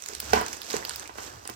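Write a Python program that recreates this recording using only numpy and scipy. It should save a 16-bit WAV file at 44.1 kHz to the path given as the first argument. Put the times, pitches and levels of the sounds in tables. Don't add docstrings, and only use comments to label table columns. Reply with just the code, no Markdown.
import sys
import numpy as np
from scipy import signal
from scipy.fft import rfft, irfft, next_fast_len
from scipy.io import wavfile

SR = 44100
rng = np.random.default_rng(int(sys.argv[2]) if len(sys.argv) > 2 else 0)


def to_wav(s):
    ch = np.atleast_2d(s).T
    pcm = np.round(np.clip(ch, -1, 1) * 32767)
    wavfile.write(sys.argv[1], SR, pcm.astype(np.int16))


N = 68355
T = np.arange(N) / SR


def from_db(db):
    return 10 ** (np.asarray(db) / 20)


def rms_one(x):
    return x / np.sqrt(np.mean(x ** 2) + 1e-20)


def level(rows):
    return from_db(np.interp(T, *np.transpose(rows)))


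def colour(x, points):
    hz, db = np.transpose(points)
    size = next_fast_len(2 * N)
    bin_hz = np.maximum(np.fft.rfftfreq(size, 1 / SR), 1)
    gain = from_db(np.interp(np.log(bin_hz), np.log(hz), db))
    return irfft(rfft(x, size) * gain, size)[..., :N]


def cut(x, hz, kind, order=2):
    sections = signal.butter(order, min(hz, SR / 2 - 100), kind, fs=SR, output="sos")
    return signal.sosfilt(sections, x + 1e-18)


def ring(x, hz, ring_s):
    decay = np.exp(-np.log(1000) / (ring_s * SR))
    angle = 2 * np.pi * hz / SR
    return signal.lfilter([0, np.sin(angle)], [1, -2 * decay * np.cos(angle), decay ** 2], x + 1e-18)


def click(time_s):
    return 1. * (np.arange(N) == int(time_s * SR))


def from_right(x, left_db=0):
    lag_s, phase_turn_hz = 0.00016, 724
    turn = np.tan(np.pi * phase_turn_hz / SR)
    bend = (turn - 1) / (turn + 1)
    bent = signal.lfilter([bend, 1], [1, bend], x)
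    left = np.interp(T - lag_s, T, bent)
    return np.array([from_db(left_db) * left, x])


def room(x):
    # pitch_hz, gain_db
    echo_tone = [(60, -11), (160, 1), (240, -3), (320, -6), (420, -4.5), (560, -14), (750, -7.5),
                 (1000, 1.5), (1600, -4), (3000, 2.5), (6000, -0.5), (14000, -6)]
    ring_s, build_s, shared_below_hz = 0.21, 0.00091, 290
    treble = cut(rng.standard_normal((2, N)), shared_below_hz, "high")
    bass = cut(rng.standard_normal(N), shared_below_hz, "low")
    decay = np.exp(-np.log(1000) * T / ring_s)
    build = 1 - np.exp(-T / build_s)
    tail = colour(treble + bass, echo_tone) * decay / np.linalg.norm(decay) * build
    return signal.fftconvolve(x[None], tail, axes=1)[:, :N]


def air():
    # pitch_hz, gain_db
    hiss_tone = [(25, -17), (100, -19), (300, -24), (1000, -12), (16000, -36)]
    noise = from_right(rng.standard_normal(N)) + .5 * rng.standard_normal((2, N))
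    return from_db(-62.5) * rms_one(colour(noise, hiss_tone))


def boom():
    # time_s, level_db
    rumble_levels = [(0, -65), (.11, -60), (.18, -46), (.21, -54), (.3, -40.5), (.37, -38), (.44, -44),
                     (.48, -56), (.55, -56), (.69, -62), (.75, -53), (.85, -53), (1.25, -51), (1.32, -46),
                     (1.365, -41.5), (1.405, -53.5), (1.55, -49.5)]
    # pitch_hz, gain_db
    rumble_tone = [(20, 0), (42, -59), (56, -16), (67, 3), (82, -10.5), (110, -5), (160, -23.5), (400, -48)]
    return level(rumble_levels) * rms_one(colour(rng.standard_normal(N), rumble_tone))


def tiny_slips(per_s, spread_db, ring_cycles, blur_gain, low_hz, high_hz, pieces=18):
    sizes = from_db(spread_db * np.minimum(rng.exponential(1, N), np.pi))
    kicks = sizes * rng.choice([-1, 1], N) * (rng.random(N) < per_s / SR)
    piece_hit = rng.integers(0, pieces, N)
    slips = sum(ring(kicks * (piece_hit == piece), hz, ring_cycles / hz) * hz
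                for piece, hz in enumerate(np.geomspace(low_hz, high_hz, pieces)))
    blur = cut(rng.standard_normal((2, N)), high_hz, "low")
    return from_right(rms_one(slips)) + blur_gain * rms_one(blur)


def shifting():
    # time_s, level_db
    scuff_levels = [(0, -55), (.11, -46.5), (.18, -52.5), (.29, -41), (.42, -32.5), (.5, -42.5), (.59, -46),
                    (.67, -46.5), (.72, -39), (.76, -34.5), (.81, -41), (.85, -41), (.9, -50),
                    (1.03, -42.5), (1.065, -48), (1.13, -54), (1.175, -45.5), (1.235, -42.5), (1.33, -45.5),
                    (1.42, -51), (1.47, -49), (1.52, -53), (1.55, -67)]
    # pitch_hz, gain_db
    scuff_tone = [(60, -18), (150, -16), (300, -3), (550, -4), (900, -2.5), (1700, -4), (2700, -26),
                  (5000, -2), (10000, -54)]
    slips = tiny_slips(per_s=900, spread_db=4.5, ring_cycles=9.4, blur_gain=1.41,
                       low_hz=208, high_hz=3580)
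    return level(scuff_levels) * rms_one(colour(slips, scuff_tone))


def rubbing():
    # time_s, level_db
    rub_levels = [(0, -45.5), (.05, -43.5), (.14, -40.5), (.19, -43), (.25, -37.5), (.32, -37),
                  (.35, -29.5), (.44, -41), (.54, -39), (.59, -45.5), (.68, -39), (.75, -33), (.82, -42.5),
                  (.91, -39), (1.02, -41.5), (1.07, -48.5), (1.125, -53.5), (1.17, -45), (1.23, -39.5),
                  (1.285, -41), (1.32, -48.5), (1.36, -49.5), (1.44, -50.5), (1.51, -46.5), (1.55, -47.5)]
    # pitch_hz, gain_db
    rub_tone = [(800, -11.5), (2000, -9.5), (3200, -8), (4500, -6.5), (5800, -1.5), (8000, -6),
                (10000, -24.5), (12500, -12.5), (16000, -27.5)]
    slips = tiny_slips(per_s=2800, spread_db=5.5, ring_cycles=7.9, blur_gain=0.9,
                       low_hz=1800, high_hz=14800)
    return level(rub_levels) * rms_one(colour(slips, rub_tone))


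def snaps():
    # time_s, level_db, pitch_hz, extra_edge_db, crumble_s
    snap_events = [(0.0228, -25, 6350, -6, 0.0006), (0.0379, -27.5, 5600, 1, .0015),
                   (0.061, -23, 6440, 9.5, 0.00054), (.087, -21, 7160, 0, 0.0015),
                   (0.135, -26, 5570, -2, .001), (0.1507, -20.5, 5600, -3, 0.00098),
                   (0.2022, -19.5, 4970, 15.5, 0.0014), (.3345, -9, 4420, -3.5, 0.0014),
                   (0.4128, -26.5, 5000, 14.5, 0.002), (0.4642, -21.5, 6800, 6, 0.0017),
                   (0.4832, -21.5, 5860, 7, 0.0027), (0.5303, -20.5, 5700, 6, 0.00091),
                   (0.534, -25, 6000, -4, .002), (0.5688, -29, 6700, 2, 0.0019),
                   (0.6179, -24, 4830, 10, 0.00087), (0.632, -32, 4600, -6, 0.0013),
                   (0.7028, -19.5, 4570, 6, 0.0029), (0.7084, -22, 5650, -18, 0.0022),
                   (.7311, -21, 6160, -1, 0.0027), (0.7525, -35, 5200, -5, .001),
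                   (.7667, -16.5, 5270, -1, 0.00037), (.851, -17.5, 3960, 9.5, 0.00042),
                   (.895, -16.5, 5270, 1, .0005), (0.9083, -28, 2700, 2, 0.00065),
                   (0.9366, -28, 5000, -4, 0.00098), (.96, -24.5, 5800, 15, 0.0017),
                   (0.9969, -24.5, 7000, 1, 0.00098), (1.0253, -35, 3280, -29, 0.00071),
                   (1.0767, -31.5, 8250, 2, 0.00036), (1.1819, -38, 6000, 16, 0.0026),
                   (1.4529, -30.5, 4700, -3, 0.0014), (1.4757, -25, 8900, 12, 0.0011),
                   (1.4987, -29.5, 6000, 14.5, 0.0015)]
    crack_cycles, crumble_gain = 6.9, 0.59
    crackle = np.zeros(N)
    for time_s, level_db, pitch_hz, extra_edge_db, crumble_s in snap_events:
        fade_s = crumble_s * np.where(T > time_s, 1, 0.65)
        crumble = crumble_gain * rng.standard_normal(N) * np.exp(-np.abs(T - time_s) / fade_s)
        force = click(time_s) + crumble
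        crack = ring(np.diff(force, prepend=0), pitch_hz, crack_cycles / pitch_hz)
        tick = ring(force, hz=1800, ring_s=0.0018)
        edge = cut(force, 5740, "high")
        for part, part_db in (crack, 17), (tick, 10), (edge, 7 + extra_edge_db):
            crackle += from_db(level_db + part_db) * part / np.linalg.norm(part)
    crackle = cut(crackle, 1300, "high")
    crackle = cut(crackle, 13600, "low", order=1)
    return from_right(crackle) + from_db(-7) * room(crackle)


def chatter():
    start_s, hold_s, fade_s, taps_per_s = .340, 0.034, 0.036, 2500
    age_s = T - start_s
    strength = (age_s > 0) * np.exp(-np.maximum(age_s - hold_s, 0) / fade_s)
    taps = rng.standard_normal(N) * (rng.random(N) < taps_per_s / SR)
    return from_db(-33) * cut(taps * strength, 2500, "low", order=1)


def spot_pop(start_s, pitch_hz):
    swell_cycles, damping = 1.4, 2.64
    cycles = np.maximum(T - start_s, 0) * pitch_hz
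    swell = cycles / swell_cycles
    return (swell * np.exp(1 - swell)) ** damping * np.sin(2 * np.pi * cycles)


def knocks():
    # start_s, level_db, brightness_hz, spot_pitch_hz, spot_extra_db
    hits = [(0.0954, -39, 623, 440, 2), (.127, -39.5, 490, 398, 5), (.2285, -29, 305, 253, -15),
            (.3330, -9.5, 2640, 792, 3.5), (0.3342, -20.5, 1500, 426, 10), (0.363, -28, 1500, 830, 13),
            (0.3753, -38, 3500, 1480, 4), (0.4126, -25, 2010, 710, 5), (0.7398, -25.5, 2500, 448, 9),
            (.757, -31.5, 600, 165, -2.5), (0.8262, -37, 4000, 1800, 10.5), (0.8813, -41.5, 1450, 920, 13),
            (0.9092, -36, 5000, 1490, 10.5), (1.0562, -45, 5030, 2280, 14.5), (1.0946, -35.5, 4550, 954, 2),
            (1.156, -42.5, 3050, 600, 6), (1.1847, -30.5, 4950, 1280, -7), (1.3353, -43, 1970, 1270, 0),
            (1.4555, -37, 3120, 1350, -13), (1.4918, -32.5, 2400, 1360, -2), (1.4975, -33, 2410, 336, 1)]
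    # pitch_hz, gain_db, ring_s
    wall_notes = [(232, -36, 0.025), (400, -18.5, 0.011), (776, -4, 0.0055), (990, 2, 0.0086),
                  (1500, 1, 0.01), (1930, 0, 0.0041), (2700, -1.5, 0.002), (4600, -14, 0.0023)]
    # pitch_hz, gain_db, ring_s
    box_notes = [(162, -33, 0.11), (196.4, -24, 0.27), (248, -25, 0.12), (415.7, -28, 0.47),
                 (707, -24.5, 0.4), (785, -23, 0.17), (871, -21, 0.25), (917, -23, 0.22), (1007, -10, 0.24),
                 (1110, -21, 0.18), (1380, -39, 0.19), (1542, -23, 0.2)]
    bounce_s, bounce_db = 0.002582, -6
    force, spot = chatter(), 0
    for start_s, level_db, brightness_hz, spot_pitch_hz, spot_extra_db in hits:
        contact = click(start_s) + from_db(bounce_db) * click(start_s + bounce_s)
        force += from_db(level_db) * cut(contact, brightness_hz, "low", order=1)
        spot += from_db(level_db + spot_extra_db) * spot_pop(start_s, spot_pitch_hz)
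    force = cut(force, 240, "high")
    wall = sum(from_db(db) * ring(force, hz, ring_s) for hz, db, ring_s in wall_notes)
    cardboard = spot + from_db(3) * wall
    box = sum((-1) ** k * from_db(db) * ring(force, hz, ring_s)
              for k, (hz, db, ring_s) in enumerate(box_notes))
    return from_right(cardboard, left_db=-8) + from_right(box) + from_db(-2) * room(cardboard)


def scene():
    # pitch_hz, gain_db
    left_shade = [(60, -4), (250, -0.5), (700, -2), (1700, -5), (2700, 1.5), (4000, -15), (5600, -18.5),
                  (8000, -6.5), (12000, 2.5)]
    left, right = rubbing() + shifting() + snaps() + knocks() + boom() + air()
    return np.array([colour(left, left_shade), right])


def record(dry):
    peak_limit, bottom_hz, top_hz = .95, 42, 16100
    rounded = peak_limit * np.tanh(dry / peak_limit)
    treble_cut = signal.ellip(10, .2, 90, top_hz, fs=SR, output="sos")
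    return signal.sosfilt(treble_cut, cut(rounded, bottom_hz, "high"))


dry = scene()
out = record(dry)
to_wav(out)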